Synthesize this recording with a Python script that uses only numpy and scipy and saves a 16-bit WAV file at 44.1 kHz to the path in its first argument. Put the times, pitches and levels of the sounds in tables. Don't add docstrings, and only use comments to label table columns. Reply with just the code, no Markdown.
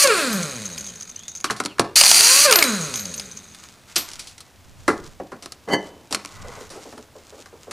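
import sys
import numpy as np
from scipy import signal
from scipy.io import wavfile
from scipy.ndimage import uniform_filter1d

SR = 44100
rng = np.random.default_rng(int(sys.argv[2]) if len(sys.argv) > 2 else 0)


def log_audio(samples):
    frames = np.atleast_2d(samples).T
    limited = np.clip(frames, -1, 1)
    pcm = np.round(limited * 32767).astype(np.int16)
    wavfile.write(sys.argv[1], SR, pcm)


N = 340452
T = np.arange(N) / SR


def gain_of(db):
    return 10 ** (np.asarray(db) / 20)


def unit_rms(x):
    return x / np.sqrt(np.mean(x ** 2) + 1e-20)


def wander(samples, passes=1):
    x = rng.standard_normal(N)
    for _ in range(passes):
        x = uniform_filter1d(x, samples)
    return unit_rms(x)


def level_at(spectrum, hz):
    points_hz, db = np.transpose(spectrum)
    return np.interp(np.log(hz + 1), np.log(points_hz + 1), db, -70, -70)


def coloured(x, spectrum):
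    log_gain = np.log(gain_of(level_at(spectrum, abs(np.fft.fftfreq(8192, 1 / SR)))))
    taps = np.fft.ifft(np.exp(signal.hilbert(log_gain).conj())).real[:4096]
    return signal.oaconvolve(x, taps / np.linalg.norm(taps))[:N]


def resonate(x, modes):
    t = T[:round(SR * max(t60 for *_, t60 in modes))]
    taps = sum(gain_of(db - 60 * t / t60) * np.sin(2 * np.pi * hz * t) for hz, db, t60 in modes)
    return signal.oaconvolve(x, taps / np.linalg.norm(taps))[:N]


def bursts(start_s, level_db, t60_s):
    t, power = T[:SR // 3], np.zeros(N + SR)
    rise = 1 - np.exp(-t / .0004)
    for start, db, t60 in np.broadcast(start_s, level_db, t60_s):
        power[round(start * SR):][:len(t)] += (rise * gain_of(db - 60 * t / t60)) ** 2
    return np.sqrt(power[:N]) * rng.standard_normal(N)


def grains(per_s, spread_db):
    size = gain_of(spread_db * np.minimum(rng.exponential(1, N), 4)) * rng.choice([-1, 1], N)
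    return unit_rms(size * (rng.random(N) < per_s / SR))


def gate(start, end):
    return np.clip(np.minimum(T - start, end - T) / .004, 0, 1)


def hump(start, length, rise_share):
    progress = np.clip((T - start) / length, 0, 1)
    skew = np.log(.5) / np.log(np.clip(rise_share, .05, .9))
    return abs(np.sin(np.pi * progress ** skew))


def rotor_speed(on, off, top_hz, air_drag, spin_up_s=.22, friction_per_s=1.4, push_s=.015):
    driven_s, released_s = np.clip(T - on - .05, 1e-3, None), np.maximum(T - off, 0)
    rising = (1 - np.exp(-driven_s / spin_up_s)) / (1 - np.exp(-(off - on - .05) / spin_up_s))
    braked_s = released_s - push_s * (1 - np.exp(-released_s / push_s))
    drag_ratio = air_drag * top_hz / friction_per_s
    falling = 1 / ((1 + drag_ratio) * np.exp(friction_per_s * braked_s) - drag_ratio)
    return np.where(T < off, rising, falling)


# frequency_hz, level_db
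EXHAUST_SPECTRUM = [(60, -24), (130, -18), (215, -9), (265, -20), (320, -28), (420, -20), (530, -14),
                    (660, -20), (800, -36), (1100, -19), (1500, -12), (1950, -26), (2550, -14), (3200, -30),
                    (6500, -45)]
def vane_pulses(on, off, vane_hz, cycles):
    run = slice(max(round(on * SR), 0), round((off + 1.5) * SR))
    pulses = np.zeros(N)
    for k in range(1, 10):
        harmonic_db = level_at(EXHAUST_SPECTRUM, k * vane_hz[run]) - 3.3 * np.log2(k)
        pulses[run] += gain_of(harmonic_db) * np.cos(2 * np.pi * k * cycles[run] + k * k)
    level_db = .3 + 11.5 * np.minimum(np.log2(vane_hz / 449), 0)
    level_db -= 19 * np.clip((off - T) / .0041, 0, 1)
    flutter_db = 2 * wander(500, passes=2)
    return gain_of(level_db + flutter_db) * pulses


# frequency_hz, level_db
WHIRR_SPECTRUM = [(88, -58), (150, -18.5), (339, -11.5), (445, -9.5), (643, -30), (751, -17.5), (1350, -9),
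                  (3480, -15), (3990, -10), (5440, -15), (9190, -14.5), (15500, -33.5)]
# pitch_hz, level_db, t60_s
HOUSING_MODES = [(4040, -8.5, 0.023), (4330, -0.5, 0.022), (4750, -2.5, 0.028), (2520, -1, 0.034)]
# pitch_hz, level_db
WHINE_BANDS = [(4200, -7), (6900, -10), (8100, -10), (9400, -10)]
def rotor_whirr(on, off, vane_hz, puffs):
    ticks = np.diff(np.floor(np.cumsum(vane_hz) / SR), prepend=0)
    ticks *= np.sqrt(SR / np.maximum(vane_hz, 20))
    rush = coloured(puffs + .47 * (ticks - ticks.mean()), WHIRR_SPECTRUM)
    housing = .34 * resonate(.35 * puffs + .9 * ticks, HOUSING_MODES)
    phase_per_hz = 2 * np.pi * np.cumsum((vane_hz / 250) ** .08) / SR
    whine = sum(gain_of(db) * wander(SR // 220, passes=2) * np.sin(hz * phase_per_hz)
                for hz, db in WHINE_BANDS)
    level_db = -25.5 + 9.7 * np.minimum(np.log2(vane_hz / 306), 0) - 4 * (T < off)
    return gain_of(level_db) * ((T > on) * (rush + housing) + (T > off) * whine)


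# frequency_hz, level_db
JET_SPECTRUM = [(100, -41), (200, -56), (400, -19), (800, -25), (1200, -12), (2700, -2.5), (3600, -11.5),
                (4200, 4), (4800, 6), (5350, -7.5), (6400, 4.5), (8000, -3), (9600, 1.5), (11600, -13.5),
                (13500, -8), (15600, -18.5)]
# pitch_hz, level_db, t60_s
CASE_MODES = [(2550, -3.5, 0.0036), (4780, 4.5, 0.0075), (5810, 9, 0.015), (6160, 8, 0.0075),
              (8380, 3.5, 0.0068), (9300, 5, 0.0096), (10330, 7, 0.014)]
def exhaust_jet(on, off, level_db, puffs, t60_s=.084):
    opening = np.clip((T - on) / .0034, 0, 1) ** 2
    valve = opening * gain_of(level_db - 60 * np.maximum(T - off, 0) / t60_s)
    jet = gain_of(wander(250)) * unit_rms(puffs)
    case = signal.lfilter(*signal.butter(2, 900, "high", fs=SR), resonate(jet, CASE_MODES))
    return valve * (coloured(jet, JET_SPECTRUM) + .45 * case)


# on_s, off_s, jet_db, top_vane_hz, air_drag_per_pulse
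TRIGGER_PULLS = [(-.9, .04, -14, 580, .0066), (1.955, 2.453, -13.5, 600, .0075)]
def air_motor(on, off, jet_db, top_hz, air_drag):
    speed = rotor_speed(on, off, top_hz, air_drag)
    vane_hz = top_hz * speed
    cycles = np.cumsum(vane_hz * (1 + .016 * wander(300))) / SR
    puff_shape = (.5 + np.exp(-(cycles % 1) / .3)) / .85
    puffs = puff_shape * (rng.standard_normal(N) + .2 * grains(900, 5))
    octave = gain_of(-26) * speed ** 2 * np.sin(4 * np.pi * np.cumsum(vane_hz) / SR)
    noise = rotor_whirr(on, off, vane_hz, puffs) + exhaust_jet(on, off, jet_db, puffs)
    return noise + vane_pulses(on, off, vane_hz, cycles) + gate(on + .2, off + .01) * octave


# frequency_hz, level_db
YARD_SPECTRUM = [(65, 12), (110, 1), (188, -1.5), (459, -6.5), (577, -6), (1350, -11.5), (6510, -19),
                 (15500, -26.5)]
def yard():
    return gain_of(-53) * coloured(rng.standard_normal(N), YARD_SPECTRUM)


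# frequency_hz, level_db
BUFFET_SPECTRUM = [(15, 1.5), (40, -14.5), (90, -11.5), (140, -16), (300, -27)]
# centre_s, half_width_s, level_db
LOW_SWELLS = [(4.15, 0.17, -54), (4.8, 0.16, -49.5), (5.05, 0.1, -46.5), (6.425, 0.072, -44),
              (6.56, 0.19, -52)]
def buffeting():
    both, left, right = (coloured(rng.standard_normal(N), BUFFET_SPECTRUM) for _ in range(3))
    swells = sum(gain_of(db) * np.exp(-((T - at) / width) ** 2) for at, width, db in LOW_SWELLS)
    return (gain_of(-63) + swells) * (.5 * both + np.array([.85 * left, 1.05 * right]))


# start_s, level_db
FREE_CLACKS = [(0.073, -4.5), (0.328, -17), (0.4277, -17), (0.6501, -27), (0.778, -19), (0.807, -28),
               (0.842, -29.5), (0.865, -24), (0.884, -33), (0.899, -33), (0.95, -36), (0.9983, -38),
               (1.009, -36), (1.0218, -28.5), (1.073, -38), (1.0921, -30), (1.159, -32), (1.1904, -37),
               (1.234, -33), (1.281, -26), (1.3502, -28), (1.3725, -31), (1.402, -28), (2.4973, -6.5),
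               (2.51, -1.5), (2.525, 6), (2.536, -1), (2.557, 3), (2.588, -2.5), (2.6257, -1),
               (2.639, -4.5), (2.939, -14), (2.9567, -15), (2.9748, -18), (2.994, -17.5), (3.0537, -21),
               (3.1398, -18.5), (3.1772, -28), (3.1969, -15.5), (3.312, -31.5), (3.37, -29.5)]
# start_s, level_db
HAMMER_BLOWS = [(1.9606, -3.5), (1.9913, -5), (2.0116, 8.5), (2.0356, 4), (2.0635, 1), (2.091, -9),
                (2.1133, 6), (2.1443, -1.5), (2.2074, 1.5), (2.296, -16)]
# frequency_hz, level_db
TICK_SPECTRUM = [(1290, -37), (2200, -3.5), (3560, -4), (4160, 0.5), (6270, -3.5), (8010, -5.5),
                 (9350, -7.5), (10100, -8), (11800, -19.5), (15500, -31)]
# pitch_hz, level_db, t60_s
SOCKET_MODES = [(2140, -15, 0.12), (4900, 17.5, 0.0044), (6200, -4, 0.023), (6580, -0.5, 0.039),
                (8900, 1, 0.048), (10500, -6.5, 0.077)]
def socket_impacts():
    start_s, db = np.transpose(HAMMER_BLOWS + FREE_CLACKS)
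    ring = gain_of(-8) * resonate(bursts(start_s, db, .022), SOCKET_MODES)
    crack = gain_of(-4) * coloured(bursts(start_s, 1.07 * db, .018), TICK_SPECTRUM)
    mid_db = 1.4 * db + np.repeat([-17, -14.5], [len(HAMMER_BLOWS), len(FREE_CLACKS)])
    mid_spectrum = [(300, -36.5), (600, -5), (1200, -5), (2400, -8.5), (3000, -2), (4500, -42)]
    return crack + ring + coloured(bursts(start_s, mid_db, .04), mid_spectrum)


# start_s, end_s, level_db
SOCKET_SHAKES = [(0.296, 1.438, -31.5), (1.277, 1.452, -41.5), (2.64, 3.75, -28)]
def socket_chatter(modes_hz=(6210, 6560, 6650), settle_db_per_s=18.5):
    shaking = sum(np.sqrt(hump(start, end - start, .091)) * gain_of(db - settle_db_per_s * (T - start))
                  for start, end, db in SOCKET_SHAKES)
    fits = shaking * gain_of(2.7 * wander(1500))
    start_s, db = np.transpose(HAMMER_BLOWS + FREE_CLACKS)
    after_hits = abs(bursts(start_s, np.minimum(db, -24), .07))
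    envelope = gain_of(-7) * (fits + after_hits)
    return sum(resonate(envelope * grains(220, 3.2), [(hz, 0, .016)]) for hz in modes_hz)


# start_s, level_db
SQUARE_HITS = [(0.328, -30), (0.7791, -47), (1.4431, -52), (2.5104, -20), (2.536, -24), (2.559, -11.5),
               (2.5915, -32), (2.628, -27), (2.9577, -36), (2.996, -36.5), (3.1602, -43), (3.975, -24)]
# start_s, pitch_hz, level_db, t60_s
SIDE_HITS = [(2.625, 2206, -1.5, 0.027), (2.626, 8630, -19.5, .2), (2.638, 3950, -24, 0.43)]
def socket_ringing(ping_hz=12930, beat_hz=130, ping_t60_s=.19):
    out, t = np.zeros(N + SR), T[:SR // 2]
    attack = np.minimum(t / .0026, 1)
    for start, db in SQUARE_HITS:
        pair = np.sin(2 * np.pi * ping_hz * t)
        pair += .7 * np.sin(2 * np.pi * (ping_hz + beat_hz) * t + 6 * rng.random())
        neighbours = np.sin(2 * np.pi * (ping_hz + rng.uniform(-450, 450, (4, 1))) * t).sum(0)
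        ping = pair + .7 * gain_of(-60 * t / .07) * neighbours
        out[round(start * SR):][:len(t)] += attack * gain_of(db - 60 * t / ping_t60_s) * ping
    for start, hz, db, t60 in SIDE_HITS:
        out[round(start * SR):][:len(t)] += gain_of(db - 60 * t / t60) * np.sin(2 * np.pi * hz * t)
    return out[:N]


# start_s, length_s, from_hz, towards_hz, level_db
BIRD_CALLS = [(.865, .07, 3700, 2900, -47), (1.14, .27, 2650, 3950, -47), (1.47, .045, 3700, 2600, -40),
              (1.675, .085, 3750, 2450, -43)]
def bird(start, length, from_hz, towards_hz, db):
    glide = np.exp(-np.clip(T - start, 0, length) / (.4 * length))
    hz = towards_hz + (from_hz - towards_hz) * glide
    rasp = .75 + .6 * wander(90)
    return hump(start, length, .37) * rasp * gain_of(db) * np.sin(2 * np.pi * np.cumsum(hz) / SR)


# start_s, level_db, mid_offset_db, bass_offset_db, base_t60_s
IMPACTS = [(1.4422, -10.5, -12, -20.5, 0.058), (1.4995, -22, 1.5, -8, 0.035),
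           (1.507, -13, -16, -15.5, 0.058), (1.5636, -30.5, -25, -26, 0.27),
           (1.601, -11.5, -8.5, -13, 0.028), (1.637, -23, -18, -20, 0.028),
           (1.6506, -17.5, -36, -9.5, 0.025), (1.659, -9.5, -14.5, -20, 0.018), (1.783, -28, 3, -25, 0.029),
           (1.795, -2, -13, -7.5, 0.03), (1.818, -31, -13, -19, 0.027), (3.547, -28, -22, -40, 0.032),
           (3.897, -39, -27, -35, 0.034), (3.9578, -13, -26, -30, 0.055), (3.9615, -5, -26, -29.5, 0.11),
           (4.115, -23.5, -45, -31, 0.026), (4.134, -24.5, -43, -27, 0.042), (4.194, -24, -48, -36, 0.15),
           (4.271, -28.5, -44, -45, 0.15), (4.38, -29, -20, -38, 0.041), (4.4046, -25.5, -25, -44, 0.043),
           (4.8793, -15, -1, -1.5, 0.097), (5.1985, -47, 3, 14, 0.094), (5.318, -41, 1.5, 5, 0.11),
           (5.424, -29, -22, -22.5, 0.13), (5.4589, -21.5, -12, -12.5, 0.018),
           (5.521, -20, -20.5, -25, 0.025), (5.686, -37.5, -4, 3, 0.24), (6.1082, -27, -21, -10.5, 0.23),
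           (6.1254, -11, -20, -18.5, 0.049), (6.1464, -5, -19.5, -25, 0.025),
           (6.2488, -19, -9.5, -18, 0.012), (6.2583, -19, -33, -21, 0.0084),
           (6.702, -34.5, -18, -12.5, 0.47), (6.925, -38, -6, -1.5, 0.05), (6.978, -33.5, -12, -4.5, 0.03),
           (7.4585, -35, -8, -18, 0.041), (7.7098, -23.5, -18, -17, 0.13)]
# pitch_hz, level_db, t60_s
WHEEL_MODES = [(215.5, 0, 0.13), (461, -17, 0.16), (702, 0, 0.043), (1156, 1, 0.04), (1454, -4.5, 0.047)]
def knocks():
    start_s, db, mid_offset_db, bass_offset_db, t60 = np.transpose(IMPACTS)
    contact = bursts(start_s, db + 4.5, .0046)
    contact += bursts(start_s, db - 2.5, .5 * t60) + bursts(start_s, db - 8.5, 1.79 * t60)
    tick = gain_of(-5) * coloured(contact, TICK_SPECTRUM) + gain_of(-19) * resonate(contact, CASE_MODES)
    mid = bursts(start_s, db + mid_offset_db, .97 * t60)
    bass = bursts(start_s, db + bass_offset_db, 1.43 * t60)
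    wheel = gain_of(-6) * resonate(mid, [mode for mode in WHEEL_MODES if mode[0] > 800])
    wheel += gain_of(-4) * resonate(bass, [mode for mode in WHEEL_MODES if mode[0] <= 800])
    rap = coloured(mid, [(700, -24), (1100, 5.5), (1800, -1.5), (2600, -13.5), (4500, -46)])
    thud = coloured(bass, [(70, -47), (120, -9.5), (200, -6), (300, -2), (700, -10.5),
                           (1000, -16.5), (1600, -40)])
    return tick + wheel + gain_of(6.5) * rap + gain_of(5) * thud


# start_s, length_s, level_db, rise_share
STONE_SHIFTS = [(3.522, 0.25, -50.5, 0.4), (3.866, 0.51, -43, 0.26), (4.363, 0.14, -62, 0.69),
                (4.608, 0.55, -51, 0.72), (5.822, 0.089, -47, 0.45), (6.128, 0.99, -47.5, 0.43),
                (7.106, 0.46, -53.5, 0.5), (7.5, 0.51, -52.5, 0.57)]
# frequency_hz, level_db
CLICK_SPECTRUM = [(1200, -25), (2500, 1), (4000, 1.5), (7000, 4), (10000, -8), (15500, -24)]
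# frequency_hz, level_db
CRUNCH_SPECTRUM = [(530, -7), (900, 2.5), (1480, 3.5), (1690, -1), (2150, 1), (2480, -2.5), (6740, -2.5),
                   (15500, -20)]
def gravel():
    floor = gain_of(-63) * gate(STONE_SHIFTS[0][0], T[-1] + 1)
    shifts = sum(gain_of(db) * hump(start, length, rise) for start, length, db, rise in STONE_SHIFTS)
    clumps = gain_of(3 * wander(900))
    clicks = coloured(unit_rms(clumps * grains(400, 4.4)), CLICK_SPECTRUM)
    crunch = coloured(unit_rms(clumps * rng.standard_normal(N)), CRUNCH_SPECTRUM)
    return (floor + shifts) * (.72 * clicks + .7 * crunch)


def hollow_hum(start_s=4.885, pitch_hz=468, level_db=-35, t60_s=.45):
    age = np.maximum(T - start_s, 0)
    return gain_of(level_db - 60 * age / t60_s) * np.sin(2 * np.pi * pitch_hz * age)


# pitch_hz, level_db, t60_s
RIM_MODES = [(1720, 9, 0.042), (2024, 12, 0.13), (3040, 5, 0.09), (3025, -3, 0.6), (4520, 8, 0.03),
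             (5965, -12, 0.22), (6530, -9, 0.1), (8100, -11, 0.056)]
def rim_scrape(catch_s=5.672, release_s=5.742, free_s=6.08):
    since_release = T - release_s
    build_db = np.maximum(287 * since_release, -16)
    fall_db = np.maximum(-595 * since_release, -21.5 - 60 * since_release)
    level_db = np.where(T < release_s, build_db, fall_db)
    slips = gate(catch_s, free_s) * grains(1200, 2.5)
    steel = gain_of(-21 + 1.8 * level_db) * slips * gate(catch_s, release_s + .07)
    thud_spectrum = [(70, -38), (120, -3), (300, 7.5), (600, 4), (1050, -1), (1500, -22)]
    thud = coloured(gain_of(level_db - 15.5) * slips, thud_spectrum)
    grit = gain_of(-9.5) * coloured(steel, CRUNCH_SPECTRUM)
    return thud + grit + gain_of(8) * resonate(steel, RIM_MODES)


# (pitch_hz, level_db, t60_s)
TYRE_DRAG = (6.21, 6.66, -44, [(1140, 14, 0.0051), (1480, -1, 0.031), (1960, 0, 0.02)])
# start_s, level_db
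TREAD_THUMPS = [(6.445, -41.5), (6.479, -44), (6.566, -40), (6.605, -41), (6.71, -49), (6.754, -37),
                (6.851, -38), (6.923, -43), (6.97, -41.5), (7.153, -42), (7.322, -42), (7.378, -44),
                (7.525, -43), (7.67, -39)]
# frequency_hz, level_db
RUMBLE_SPECTRUM = [(200, -9), (330, -9), (470, -0.5), (650, -11), (1300, -21), (1800, -31)]
def tyre(thump_s=.057):
    start, end, drag_db, modes = TYRE_DRAG
    drag = gain_of(drag_db) * np.sqrt(hump(start, end - start, .69))
    thumps = sum(gain_of(db) * hump(at, thump_s, .12) for at, db in TREAD_THUMPS)
    noise = rng.standard_normal(N)
    return resonate(drag * noise, modes) + coloured(thumps * noise, RUMBLE_SPECTRUM)


def echoes(x, t60_s=.34):
    t = T[:SR // 3]
    reflections = rng.standard_normal(len(t)) * (rng.random(len(t)) < .06) * (t > .004)
    tail = signal.lfilter([1], [1, -.8], reflections * gain_of(-60 * t / t60_s))
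    return signal.oaconvolve(x, tail / np.linalg.norm(tail))[:N]


def scene():
    near = sum(air_motor(*pull) for pull in TRIGGER_PULLS)
    near += socket_impacts() + socket_ringing() + socket_chatter()
    near += knocks() + hollow_hum() + rim_scrape() + gravel() + tyre()
    far = sum(bird(*call) for call in BIRD_CALLS) + yard()
    centre = near + gain_of(-16) * echoes(near) + far
    scatter = rng.standard_normal(400) / 20
    side = gain_of(-34) * signal.oaconvolve(centre, scatter)[:N]
    return np.array([centre + side, centre - side]) + buffeting()


def record(dry, threshold_db=-10.5, recovery_db_per_s=270, cutoff_hz=15690):
    power_db = 10 * np.log10(abs(uniform_filter1d((dry ** 2).mean(0), 130)) + 1e-12)
    recovery_db = T * recovery_db_per_s
    held_db = np.maximum.accumulate(power_db + recovery_db) - recovery_db
    over_db = np.maximum(held_db - threshold_db, 0)
    duck_db = .5 * signal.lfilter([.01], [1, -.99], over_db)
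    clipped = np.clip(dry / gain_of(duck_db), -1.3, 1.3)
    low_pass = signal.firwin(511, cutoff_hz, window=("kaiser", 9), fs=SR)
    return np.clip(signal.oaconvolve(clipped, low_pass[None], "same"), -1, 1)


dry = scene()
out = record(dry)
log_audio(out)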